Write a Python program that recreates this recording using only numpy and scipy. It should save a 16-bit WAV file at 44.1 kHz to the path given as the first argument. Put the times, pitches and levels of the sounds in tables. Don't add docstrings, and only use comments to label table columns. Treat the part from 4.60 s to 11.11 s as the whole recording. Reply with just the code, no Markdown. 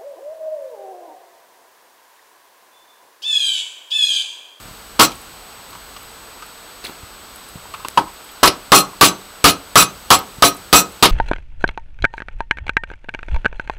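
import sys
import numpy as np
from scipy import signal
from scipy.fft import rfft, irfft
from scipy.io import wavfile

SR = 44100
rng = np.random.default_rng(int(sys.argv[2]) if len(sys.argv) > 2 else 0)


def transcribe(u):
    v = np.clip(np.atleast_2d(u).T, -1, 1)
    q = np.round(v * 32767).astype(np.int16)
    wavfile.write(sys.argv[1], SR, q)


N = 287085
T = np.arange(N) / SR


def from_db(db):
    return 10 ** (np.asarray(db) / 20)


def at_hz(points, hz):
    points = np.array(points)
    return np.interp(np.log(hz), np.log(points[:, 0]), points[:, 1])


def coloured(spectrum):
    hz = np.maximum(np.fft.rfftfreq(N, 1 / SR), 1)
    noise = irfft(rfft(rng.standard_normal(N)) * from_db(at_hz(spectrum, hz)), N)
    return noise / noise.std()


def stepped_gain(spread_db, step):
    values = rng.standard_normal(N // step + 1)
    return from_db(spread_db * np.repeat(values, step)[:N])


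def burst(start_s, db, rise_s, t60_s):
    envelope, start = np.zeros(N), int(start_s * SR) + 1
    age = T[start:start + int(2 * t60_s * SR) + 2] - start_s
    rise = 1 - np.exp(-age / max(rise_s, 1e-5))
    envelope[start:start + len(age)] = from_db(db - 60 * age / max(t60_s, 1e-4)) * rise
    return envelope


def push(start_s, db, rise_s, t60_s):
    shape = burst(start_s, 0, rise_s, t60_s)
    return from_db(db) * shape / np.sqrt(np.sum(shape ** 2))


def ring(force, hz, t60_s):
    radius, angle = from_db(-60 / (t60_s * SR)), 2 * np.pi * hz / SR
    feedback = [1, -2 * radius * np.cos(angle), radius * radius]
    return signal.lfilter([0, np.sin(angle)], feedback, force + 1e-18)


# start_s [s], slap_db [dB], board_db [dB], board_pitch_hz [Hz], push_t60_s [s],
# worktop_db [dB], rattle_db [dB], clink_db [dB]
BLOWS = [(0.3954, 3.5, 7, 1250, 0.12, -10, -5, -26.5), (3.3742, -16, 5, 970, 0.012, -20.5, -45, -62),
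         (3.8303, -5.5, 9, 1134, 0.08, -14.5, -11, -30.5), (4.119, 8, 18.5, 1187, 0.044, -3, -5, -19.5),
         (4.411, 10.5, 16, 1200, 0.051, -6, -5.5, -25.5), (4.8418, 9, 11, 1196, 0.046, -8.5, -7, -27.5),
         (5.1561, 8, 12.5, 1240, 0.11, -6.5, -3.5, -19.5), (5.5041, 7, 10, 1106, 0.086, -13.5, -7, -27),
         (5.8230, 4.5, 11.5, 1224, 0.035, -9.5, -11.5, -26.5),
         (6.1279, 9.5, 8.5, 1234, 0.14, -6, -10.5, -20), (6.4255, 3, 5.5, 1090, 0.061, -20, -30, -49)]
# start_s [s], slap_db [dB], board_db [dB]
OTHER_CONTACTS = [(0.3919, -14, -15.5), (3.833, 5.5, -17), (3.8750, 0.5, -23), (4.1411, -12, 3.5),
                  (4.891, -9.5, -19), (5.2240, -9.5, -15), (5.5080, -3, -18), (6.43, 5, -1),
                  (6.4536, -0.5, -10)]
# start_s [s], board_db [dB], treble_db [dB], board_pitch_hz [Hz]
TAPS = [(.518, -42, -30, 1200), (1.128, -34.5, -41, 1020), (1.15, -32.5, -39, 1030),
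        (1.364, -35, -34.5, 1180), (1.8221, -30.5, -36, 1290), (2.29, -27, -51, 740),
        (3.054, -33, -53, 804), (3.138, -24, -30, 1100), (3.197, -35, -38, 1050), (3.2473, -21, -32, 1096),
        (4.33, -32, -54, 1030)]
# pitch_hz [Hz], density_db [dB per Hz]
SLAP = [(500, 17.5), (1500, 10), (3000, 16), (5000, 14.5), (7000, 2), (12000, 4), (16000, -20)]


def slaps():
    rise_s = 0.0003
    blows = sum(burst(blow[0], blow[1], rise_s, 0.092) for blow in BLOWS)
    other_contacts = sum(burst(start_s, slap_db, rise_s, 0.049) for start_s, slap_db, _ in OTHER_CONTACTS)
    taps = sum(burst(start_s, treble_db, rise_s, 0.059) for start_s, _, treble_db, _ in TAPS)
    bright = (blows + other_contacts) * coloured(SLAP)
    dull = taps * coloured([(1000, -32), (2500, 5.5), (4500, -0.5), (7000, -8), (16000, -16)])
    return bright + dull


# pitch_hz [Hz], level_db [dB], t60_s [s]
BOARD = [(824, -2.5, 0.062), (895, -2.5, 0.049), (951, 0.5, 0.044), (1008, -1.5, 0.034),
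         (1067, -3.5, 0.044), (1119.5, 0.5, 0.049), (1178.4, -1.5, 0.038), (1257, 0, 0.043),
         (1309.6, -2, .05), (1389, -2.5, 0.049), (1545, -0.5, 0.042), (1735, -6, 0.05), (2046, -8, 0.046)]


def board():
    pushes = [(push(blow[0], blow[2], 0.0011, blow[4]), blow[3]) for blow in BLOWS]
    pushes += [(push(start_s, board_db, 0.0003, 0.0081), 1150) for start_s, _, board_db in OTHER_CONTACTS]
    pushes += [(push(start_s, board_db, 0.00058, 0.03), hz) for start_s, board_db, _, hz in TAPS]
    forces = np.array([force for force, _ in pushes])
    favoured_hz = np.array([hz for _, hz in pushes])
    out = np.zeros(N)
    for hz, level_db, t60_s in BOARD:
        octaves_off = abs(np.log2(hz / favoured_hz))
        share = from_db(level_db - np.minimum(29.2 * octaves_off, 12))
        out += ring(share @ forces * rng.standard_normal(N), hz, t60_s)
    return out


# pitch_hz [Hz], level_db [dB], t60_s [s]
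WORKTOP = [(135.3, -12, 0.32), (152, -8.5, 0.13), (189.4, -7, 0.26), (246, -17, 0.11), (289, -2.5, 0.19),
           (318.5, -5, 0.16), (392.6, -5.5, 0.19), (438, -6.5, 0.1), (580, -12, 0.098), (630, -8, 0.048),
           (693, -2, 0.15), (798.4, -2.5, .15)]
THUMP_DB = 1.8


def worktop():
    blows = np.array(BLOWS)
    at, blow_db = (blows[:, 0] * SR).astype(int), blows[:, 5]
    shape = (len(BLOWS), len(WORKTOP))
    spread_db = 2.5 * rng.standard_normal(shape)
    signs = rng.choice([-1, 1], shape)
    modes = np.zeros(N)
    for k, (hz, level_db, t60_s) in enumerate(WORKTOP):
        strikes = np.zeros(N)
        strikes[at] = signs[:, k] * from_db(blow_db + level_db + spread_db[:, k])
        modes += ring(strikes, hz, t60_s)
    thump = from_db(THUMP_DB) * coloured([(30, -34), (110, -19), (200, -1), (450, 0), (900, -2),
                                          (1500, -9), (2500, -22), (4000, -37)])
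    return modes + thump * sum(burst(blow[0], blow[5], 0.0054, 0.17) for blow in BLOWS)


HOP_DELAY_S, HOP_LENGTH_S, HOP_S_PER_DB = 0.011, 0.091, 0.004


def hopping(settle_s):
    hops = []
    for blow in BLOWS:
        start_s = blow[0] + HOP_DELAY_S
        end_s = start_s + HOP_LENGTH_S + HOP_S_PER_DB * blow[5]
        settling = 1 + np.exp(np.clip((T - end_s) / settle_s, -50, 50))
        hops.append(burst(start_s, 0, 0.0062, 0.29) / settling)
    return np.array(hops)


# pitch_hz [Hz], level_db [dB], t60_s [s]
CROCKERY = [(2520, -9, .14), (2713, -14, .1), (3555, -9, .07), (3980, -7, .1), (4178, -4, .09),
            (5656, -4, .08), (6203, -6, .11), (7133, -8, .07), (7710, 2, .065), (7827, -7, .06),
            (8985, -7, .075), (9568, -7, .075), (9946, -6, .09), (11050, -16, .07), (11890, -9, .06),
            (12090, -11, .06), (12335, -8, .075), (12630, -14, .07), (13740, -14, .06), (14630, -11, .06),
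            (14920, -11, .06), (15470, -12, .065)]


def crockery():
    rattle_db, clink_db = np.array(BLOWS)[:, 6:].T
    clinks = rng.random(N) < 1500 / SR
    clinks = clinks * from_db(4.2 * np.minimum(rng.exponential(1, N), 3))
    favour_db = 1.5 * rng.standard_normal((len(BLOWS), len(CROCKERY)))
    hops = hopping(settle_s=0.0017)
    rings = np.zeros(N)
    for k, (hz, level_db, t60_s) in enumerate(CROCKERY):
        strength = from_db(level_db + clink_db + favour_db[:, k]) @ hops
        rings += ring(strength * clinks * rng.standard_normal(N), hz, t60_s)
    rattle = coloured([(800, -13), (2500, 13), (5000, 11.0), (9000, 2.5), (16000, -7)])
    rattle *= stepped_gain(3, 88)
    return rings + from_db(rattle_db) @ hopping(settle_s=0.0095) * rattle


# start_s [s], peak_db [dB], pitch_hz [Hz]
TICKS = [(.5535, -33, 8800), (2.240, -27, 4270), (2.247, -25, 9500), (2.2463, -24.5, 2600),
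         (2.250, -18, 4230), (2.258, -26, 2160), (2.266, -23, 3400), (2.268, -25, 4350),
         (2.759, -28, 10800), (3.145, -25, 2740), (3.2474, -24, 2710), (3.691, -33, 3330),
         (5.589, -19, 13500), (5.946, -31, 12000), (5.967, -28, 9800), (6.4955, -25, 13600)]
FAINT_TICKS_PER_S, FAINT_TICK_DB = 2.5, -33
FAINT_TICK_LOW_HZ, FAINT_TICK_HIGH_HZ = 9000, 14000


def ticks():
    out = np.zeros(N)
    span_hz = FAINT_TICK_HIGH_HZ - FAINT_TICK_LOW_HZ
    draws = rng.random((int(FAINT_TICKS_PER_S * T[-1]), 2))
    faint = [(T[-1] * when, FAINT_TICK_DB, FAINT_TICK_LOW_HZ + span_hz * pitch) for when, pitch in draws]
    length = SR // 20
    for start_s, peak_db, hz in TICKS + faint:
        start = int(start_s * SR)
        near = slice(start, start + length)
        force = burst(start_s, 0, 0.00019, 0.026)[near] * rng.standard_normal(length)[:N - start]
        tick = ring(force, hz, 24 / hz)
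        out[near] += from_db(peak_db) * tick / abs(tick).max()
    return out


# start_s [s], level_db [dB], pitch_hz [Hz]
BUMPS = [(0.055, -22.5, 150), (0.084, -21, 198), (.11, -22, 120), (2.283, -20, 450), (2.296, -10, 353),
         (2.307, -18, 450), (2.431, -20.5, 80), (2.956, -14, 141), (3.255, -12.5, 335), (5.784, -16, 132)]


def bumps():
    out = np.zeros(N)
    for start_s, level_db, hz in BUMPS:
        out -= burst(start_s, level_db, 0.0016, 2.8 / hz) * np.sin(2 * np.pi * hz * (T - start_s))
    return out


PEEL_S, PEEL_DB, PEEL_RISE_S, PEEL_T60_S = 2.238, -31.5, 0.007, 0.32


def peel():
    grains = stepped_gain(2.5, 64)
    crackle = coloured([(200, -10), (400, -7), (1200, -12), (2500, -11), (4300, -16), (5500, -20), (15000, -20)])
    return burst(PEEL_S, PEEL_DB, PEEL_RISE_S, PEEL_T60_S) * grains * crackle


# time_s [s], level_db [dB rms]
RUMBLE = [(0.0, -42), (0.3, -46), (0.55, -42), (0.9, -48), (1.34, -44.5), (1.9, -50.5), (2.4, -48),
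          (3.2, -45), (3.6, -49), (4.3, -44), (4.8, -50), (5.4, -42), (5.9, -44), (6.5, -45)]


def rumble():
    time_s, level_db = np.transpose(RUMBLE)
    noise = coloured([(15, -3), (40, 8.5), (130, -7.5), (220, -5.0), (400, -23.5)])
    return from_db(np.interp(T, time_s, level_db)) * noise


# pitch_hz [Hz], t60_s [s]
ROOM = [(100, 0.27), (400, 0.32), (1300, 0.21), (3000, 0.2), (8000, 0.17), (16000, 0.051)]
ROOM_DB = -41


def room(near):
    age, tail = T[:SR // 2], 0
    for low_hz in 60 * 2. ** np.arange(8):
        octave = signal.butter(2, [low_hz, 2 * low_hz], "band", fs=SR, output="sos")
        band = signal.sosfilt(octave, rng.standard_normal(len(age)))
        tail = tail + band * from_db(-60 * age / at_hz(ROOM, low_hz * np.sqrt(2)))
    tail = tail * (age > 0.003)
    return from_db(ROOM_DB) * signal.fftconvolve(near, tail)[:N]


# pitch_hz [Hz], density_db [dB per Hz]
HISS = [(35, -30), (60, -24), (300, -6.5), (560, -5), (1360, -2.5), (1830, -9.5), (4550, -9), (6200, -18),
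        (9000, -18.5), (13600, -25), (15600, -29)]
HISS_DB = -41
# pitch_hz [Hz], level_db [dB rms]
WHINES = [(457.6, -61), (6589, -60), (7989, -49.5), (13184, -53.5)]
CLICK_S, CLICK_DB = 3.28519, -3.5


def microphone_floor():
    out = from_db(HISS_DB) * coloured(HISS)
    for hz, level_db in WHINES:
        out += np.sqrt(2) * from_db(level_db) * np.sin(2 * np.pi * hz * T)
    click = int(CLICK_S * SR)
    out[click:click + 2] += from_db(CLICK_DB)
    return out


def scene():
    near = slaps() + board() + worktop() + crockery() + ticks() + bumps() + peel() + rumble()
    return (near + room(near) + microphone_floor())[None]


CLIP_LEVEL, COUPLING_HZ, CUTOFF_HZ = 0.69, 53.7, 15800


def record(dry):
    clipped = np.clip(dry, -CLIP_LEVEL, CLIP_LEVEL)
    coupled = signal.lfilter(*signal.butter(1, COUPLING_HZ, "high", fs=SR), clipped)
    steep = signal.firwin(401, CUTOFF_HZ, window=("kaiser", 10), fs=SR)
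    return signal.fftconvolve(coupled, steep[None], "same")


dry = scene()
out = record(dry)
transcribe(out)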